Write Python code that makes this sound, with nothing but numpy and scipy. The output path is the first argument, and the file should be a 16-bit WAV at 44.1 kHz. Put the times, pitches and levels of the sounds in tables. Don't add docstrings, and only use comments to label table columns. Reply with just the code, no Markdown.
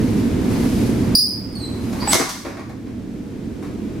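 import sys
import numpy as np
from scipy import signal
from scipy.fft import rfft, irfft
from scipy.io import wavfile
from scipy.ndimage import uniform_filter1d, minimum_filter1d

SR = 44100
rng = np.random.default_rng(int(sys.argv[2]) if len(sys.argv) > 2 else 0)


def dump(signal):
    limited = np.clip(np.atleast_2d(signal).T, -1, 1)
    pcm = np.round(limited * 32767).astype(np.int16)
    wavfile.write(sys.argv[1], SR, pcm)


N = 176400
BIN_HZ = np.fft.rfftfreq(N, 1 / SR)


def amp(db):
    return 10 ** (np.asarray(db) / 20)


def unit(x):
    return x / np.sqrt(np.mean(x ** 2) + 1e-20)


def at_hz(points, hz=BIN_HZ):
    f, value = np.transpose(points)
    return np.interp(np.log(hz + 1), np.log(f + 1), value)


def level(points):
    return amp(np.interp(np.arange(N) / SR, *np.transpose(points)))


def add(mix, start_s, sound):
    part = mix[..., round(start_s * SR):][..., :sound.shape[-1]]
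    part += sound[..., :part.shape[-1]]


def wander(hz):
    return unit(irfft(rfft(rng.standard_normal(N)) / (1 + (BIN_HZ / hz) ** 8), N))


def through(x, response):
    response = np.atleast_2d(response)
    return signal.fftconvolve(x, response / np.linalg.norm(response[0]), axes=1)[:, :N]


def colour(points, size=4096):
    log_gain = np.log(amp(at_hz(points, abs(np.fft.fftfreq(size, 1 / SR)))))
    return np.fft.ifft(np.exp(np.conj(signal.hilbert(log_gain)))).real[:size // 2]


# (frequency [Hz], correlation [-1 to 1])
MIC_LIKENESS = [(50, 0.74), (130, 1), (300, 0.84), (600, .5), (1500, 0.37), (4000, .5), (12000, -0.06)]
# (frequency [Hz], left minus right [dB])
MIC_BALANCE = [(40, -1), (250, -3), (700, 1), (4000, 0.5), (12000, -2.5)]


def stereo_noise(gain):
    left, independent = rfft(rng.standard_normal((2, N)))
    likeness = np.clip(at_hz(MIC_LIKENESS), -1, 1)
    right = likeness * left + np.sqrt(1 - likeness ** 2) * independent
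    tilt = amp(at_hz(MIC_BALANCE) / 2)
    return unit(irfft(np.array([left * tilt, right / tilt]) * gain, N))


# (frequency [Hz], relative density [dB])
RUMBLE_SPECTRUM = [(12, -34), (20, -14), (104, -3), (120, -4.5), (154, -8), (198, -0.5), (270, -1.5),
                   (306, -4.5), (431, -12.5), (472, -13), (586, -23), (630, -20.5), (769, -27.5),
                   (888, -26.5), (1500, -42), (1950, -55), (3300, -120)]
# (frequency [Hz], width [Hz], first level [dB], last level [dB])
GEAR_DRONES = [(112.2, 9.5, -8.5, -17), (240, 34, -8, -12.5), (291, 103, -21, -5.5)]
# (frequency [Hz], relative density [dB])
AIR_SPECTRUM = [(710, -37), (1200, -6.5), (1320, -5), (1470, -4.5), (2480, -6.5), (2730, -9), (6580, -14.5),
                (14700, -23.5), (16000, -38)]
# (time [s], level [dB])
CAR_LEVEL = [(0, -18), (.35, -18), (.8, -16), (1.1, -17), (1.4, -14.5), (1.9, -12.5), (2.4, -18.5),
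             (3.0, -19.5), (3.6, -21), (4, -21)]


def running_car(air_db=-21):
    drones = np.zeros((2, N))
    for hz, width_hz, first_db, last_db in GEAR_DRONES:
        resonance = 1 / (1 + (2 * (BIN_HZ - hz) / width_hz) ** 2)
        drones += amp(np.linspace(first_db, last_db, N)) * stereo_noise(resonance)
    rumble = stereo_noise(amp(at_hz(RUMBLE_SPECTRUM)))
    air = amp(air_db) * stereo_noise(amp(at_hz(AIR_SPECTRUM)))
    return level(CAR_LEVEL) * (rumble + drones + air)


# (frequency [Hz], relative density [dB])
HISS_SPECTRUM = [(600, -7), (2200, -0.5), (3200, -3.5), (4800, -0.5), (7500, -6.5), (11500, -3),
                 (15500, -17)]
SCRAPE_SPECTRUM = [(200, -16), (550, 0.5), (1100, 3), (1500, -8), (2200, -5.5), (3200, -20), (8000, -35)]
# (time [s], level [dB])
UPHOLSTERY_LEVEL = [(0, -44.5), (.2, -41), (.38, -49.5), (.52, -38), (.7, -35), (.87, -35), (.95, -41.5),
                    (1.02, -41), (1.12, -43), (1.55, -42), (1.8, -35), (1.92, -30), (2.05, -30),
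                    (2.15, -3.5), (2.4, -71)]
RAIL_LEVEL = [(0, -46), (.42, -43), (.52, -36.5), (.64, -34.5), (.75, -47), (1.1, -38.5), (1.6, -35),
              (1.85, -32.5), (2.05, -24), (2.3, -67)]


def seat_slide(flicker_db=1, flicker_hz=43):
    hiss = level(UPHOLSTERY_LEVEL) * stereo_noise(amp(at_hz(HISS_SPECTRUM)))
    scrape = level(RAIL_LEVEL) * stereo_noise(amp(at_hz(SCRAPE_SPECTRUM)))
    return amp(flicker_db * wander(flicker_hz)) * (hiss + scrape)


# (start [s], length [s], first pitch [Hz], last pitch [Hz],
# level [dB], roughness [0-1], second harmonic [dB], third harmonic [dB], left minus right [dB],
# reflections over direct sound [dB])
PIVOT_SQUEALS = [(1.15, 0.018, 4810, 4916, 4.5, 0.42, -11, -13, -0.5, 4),
                 (1.177, 0.033, 4930, 4974, 2, 0.43, -12, -26.5, -2.5, 1.5),
                 (1.208, 0.11, 5050, 4944, -16, 0.27, -21, -45, -3, -2),
                 (1.523, 0.018, 4595, 4410, -33, 0, -1.5, -13, 3, -10.5),
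                 (1.55, 0.022, 4530, 4340, -20, 0.12, -10, -20, -1, 4.5),
                 (1.593, 0.082, 4140, 3990, -23.5, .06, -9.5, -28, -2, 2),
                 (1.998, .035, 4704, 4720, -23, .5, -34, -30, -0.5, 5.5),
                 (2.072, 0.057, 7950, 7887, -8.5, 0.14, -26, -40, -4, 2),
                 (2.105, 0.034, 8900, 9030, -20, 0.4, -35, -40, -10, 9)]


def pivot_squeals(jitter_hz=300, chatter_hz=765, rise_share=0.27, fall_s=0.01):
    direct, to_room = np.zeros((2, 2, N))
    for start, length, first_hz, last_hz, db, rough, second_db, third_db, pan_db, room_db in PIVOT_SQUEALS:
        t = np.arange(0, length, 1 / SR)
        jitter = (0.027 * wander(jitter_hz) + 0.058 * wander(chatter_hz))[:len(t)]
        flutter = 1 + 0.44 * rough * wander(chatter_hz)[:len(t)]
        glide_hz = first_hz + (last_hz - first_hz) * t / length
        phase = 2 * np.pi * np.cumsum(glide_hz * (1 + rough * jitter)) / SR
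        tone = np.sin(phase) + amp(second_db) * np.sin(2 * phase)
        if 3 * first_hz < SR / 2:
            tone += amp(third_db) * np.sin(3 * phase)
        envelope = np.minimum(t / (rise_share * length), 1) * np.minimum((length - t) / fall_s, 1)
        channel_gain = amp([[db + pan_db / 2], [db - pan_db / 2]])
        squeal = channel_gain * envelope * unit(tone * flutter)
        add(direct, start, squeal)
        add(to_room, start, amp(room_db) * squeal)
    return direct + car_reflections(to_room, likeness=0.15)


# (frequency [Hz], time to fall 60 dB [s])
CAR_DECAY = [(100, 0.17), (400, 0.19), (1000, 0.51), (2500, .58), (5000, 0.61), (10000, 0.47),
             (15000, 0.58)]


def car_reflections(sound, likeness, gap_s=0.0035):
    left, independent = rng.standard_normal((2, SR))
    right = likeness * left + np.sqrt(1 - likeness ** 2) * independent
    hz, t, bands = signal.stft([left, right], SR, nperseg=256)
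    decay = amp(-60 * t / at_hz(CAR_DECAY, hz)[:, None])
    tail = signal.istft(bands * decay, SR, nperseg=256)[1]
    onset = np.clip(np.arange(tail.shape[1]) / SR / gap_s - 1, 0, 1)
    return through(sound, tail * onset)


# (time [s], level [dB], relative thud [dB],
# relative clash [dB], rattle decay [s], hollow note [Hz], relative hollow level [dB])
SEAT_KNOCKS = [(1.925, -23.5, -2, -9, 0.023, 845, -2), (2.018, -18, 1, -21, 0.019, 1090, -1),
               (2.072, -8, -2.5, -34, 0.0022, 833, 2.5), (2.116, -23.5, -23, 10, .014, 1106, -33.5),
               (2.129, -1.5, -4, 3, 0.019, 2123, -6.5), (2.141, 2, -2.5, 1, 0.0098, 680, -1),
               (2.150, 3, 5.5, -12.5, 0.0052, 370, -6.5), (2.195, -2, 5, -11, 0.016, 304, -3),
               (2.208, 1, -5, -33, 0.0061, 1075, -4), (2.290, -12.5, -25, 5.5, 0.017, 1120, -27),
               (2.447, -14, 4, -17, 0.038, 558, 1.5), (2.568, -21.5, -4.5, -16, 0.015, 730, -2.5),
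               (2.592, -19, 3, -18.5, 0.011, 1150, -3), (2.691, -26.5, 0, -12.5, 0.015, 760, 2),
               (2.866, -30.5, 4, -21, 0.019, 644, 4), (3.624, -31, 3, -11, 0.031, 1300, -16)]
# (frequency [Hz], relative level [dB], time to fall 60 dB [s])
FRAME_MODES = [(627, -7, .3), (790, 9, .22), (860, -26, .22), (1060, -3, .35), (1156, 6, 0.13),
               (1330, -20.5, .35), (1430, -2.5, .22), (1730, -11, .2), (1864, 2, .25), (2200, -25, .18),
               (2240, -20, .13), (2660, -4, .12), (4140, -6, .18), (5636, -7, 0.18)]
# (frequency [Hz], relative density [dB])
FRAME_CLACK = [(40, -38.5), (130, -26), (400, -2.5), (750, 5), (1100, 4.5), (1400, 0.5), (2300, -2.5),
               (3100, -12.5), (5000, -11.5), (9000, -31.5), (16000, -38.5)]
CUSHION_THUD = [(30, -38.5), (70, -22), (130, -8.5), (200, -6), (320, 2.5), (460, -0.5), (600, -17),
                (2000, -33.5), (8000, -77)]
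METAL_CLASH = [(1000, -7), (3000, 5.5), (4300, 6.5), (5800, 10), (7500, 3), (10000, 0.5), (13000, -3.5),
               (16000, -16)]


def seat_knocks(rise_s=0.0039, hollow_decay_s=0.0014, width=0.33, grain_db=2.5, ring_db=-14, room_db=1):
    frame, cushion, metal, hollow = np.zeros((4, 2, N))
    t = np.arange(SR // 5) / SR
    for start, db, thud_db, clash_db, decay_s, hollow_hz, hollow_db in SEAT_KNOCKS:
        mid, side, contact_size = rng.standard_normal((3, len(t)))
        grain = amp(grain_db * unit(uniform_filter1d(contact_size, size=40)))
        contacts = unit(np.array([mid + width * side, mid - width * side]) * grain)
        blow = amp(db) * contacts * np.minimum(t / rise_s, np.exp((rise_s - t) / decay_s))
        panel = t * np.exp(-t / hollow_decay_s) * np.sin(2 * np.pi * hollow_hz * t)
        add(frame, start, blow)
        add(cushion, start, amp(thud_db) * blow)
        add(metal, start, amp(clash_db) * blow)
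        add(hollow, start, amp(hollow_db) * through(blow, panel))
    t = np.arange(SR) / SR
    modes = sum(amp(db - 60 * t / t60) * np.sin(2 * np.pi * hz * t) for hz, db, t60 in FRAME_MODES)
    ring = amp(ring_db) * through(frame, modes)
    clack = through(frame, colour(FRAME_CLACK))
    thud = through(cushion, colour(CUSHION_THUD))
    clash = through(metal, colour(METAL_CLASH))
    direct = hollow + clack + ring + thud + clash
    return direct + amp(room_db) * car_reflections(direct, likeness=0.49)


def scene():
    return running_car() + seat_slide() + pivot_squeals() + seat_knocks()


def lag(x, time_constant_s):
    pole = np.exp(-1 / (time_constant_s * SR))
    return signal.lfilter([1 - pole], [1, -pole], x)


def gain_control(sound, limit_db=-13, sense_s=0.0051, attack_s=0.0036, hold_s=0.14, recover_s=1.46):
    power = lag((sound ** 2).mean(0), sense_s)
    over_db = np.maximum(10 * np.log10(power + 1e-12) - limit_db, 1e-6)
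    half_hold = int(hold_s * SR / 2)
    held_db = -minimum_filter1d(-over_db, 2 * half_hold + 1, origin=half_hold, mode="nearest")
    samples = np.arange(N)
    recovery = np.exp(-samples / SR / recover_s)
    cut_db = lag(np.maximum.accumulate(held_db / recovery) * recovery, attack_s)
    early_cut_db = np.interp(samples + 0.004 * SR, samples, cut_db)
    return sound * amp(-early_cut_db)


def record(dry):
    clipped = np.clip(gain_control(dry), -1, 1)
    lowpass = signal.firwin(511, 16000, window=("kaiser", 9), fs=SR)
    return signal.oaconvolve(clipped, lowpass[None], "same")


dry = scene()
out = record(dry)
dump(out)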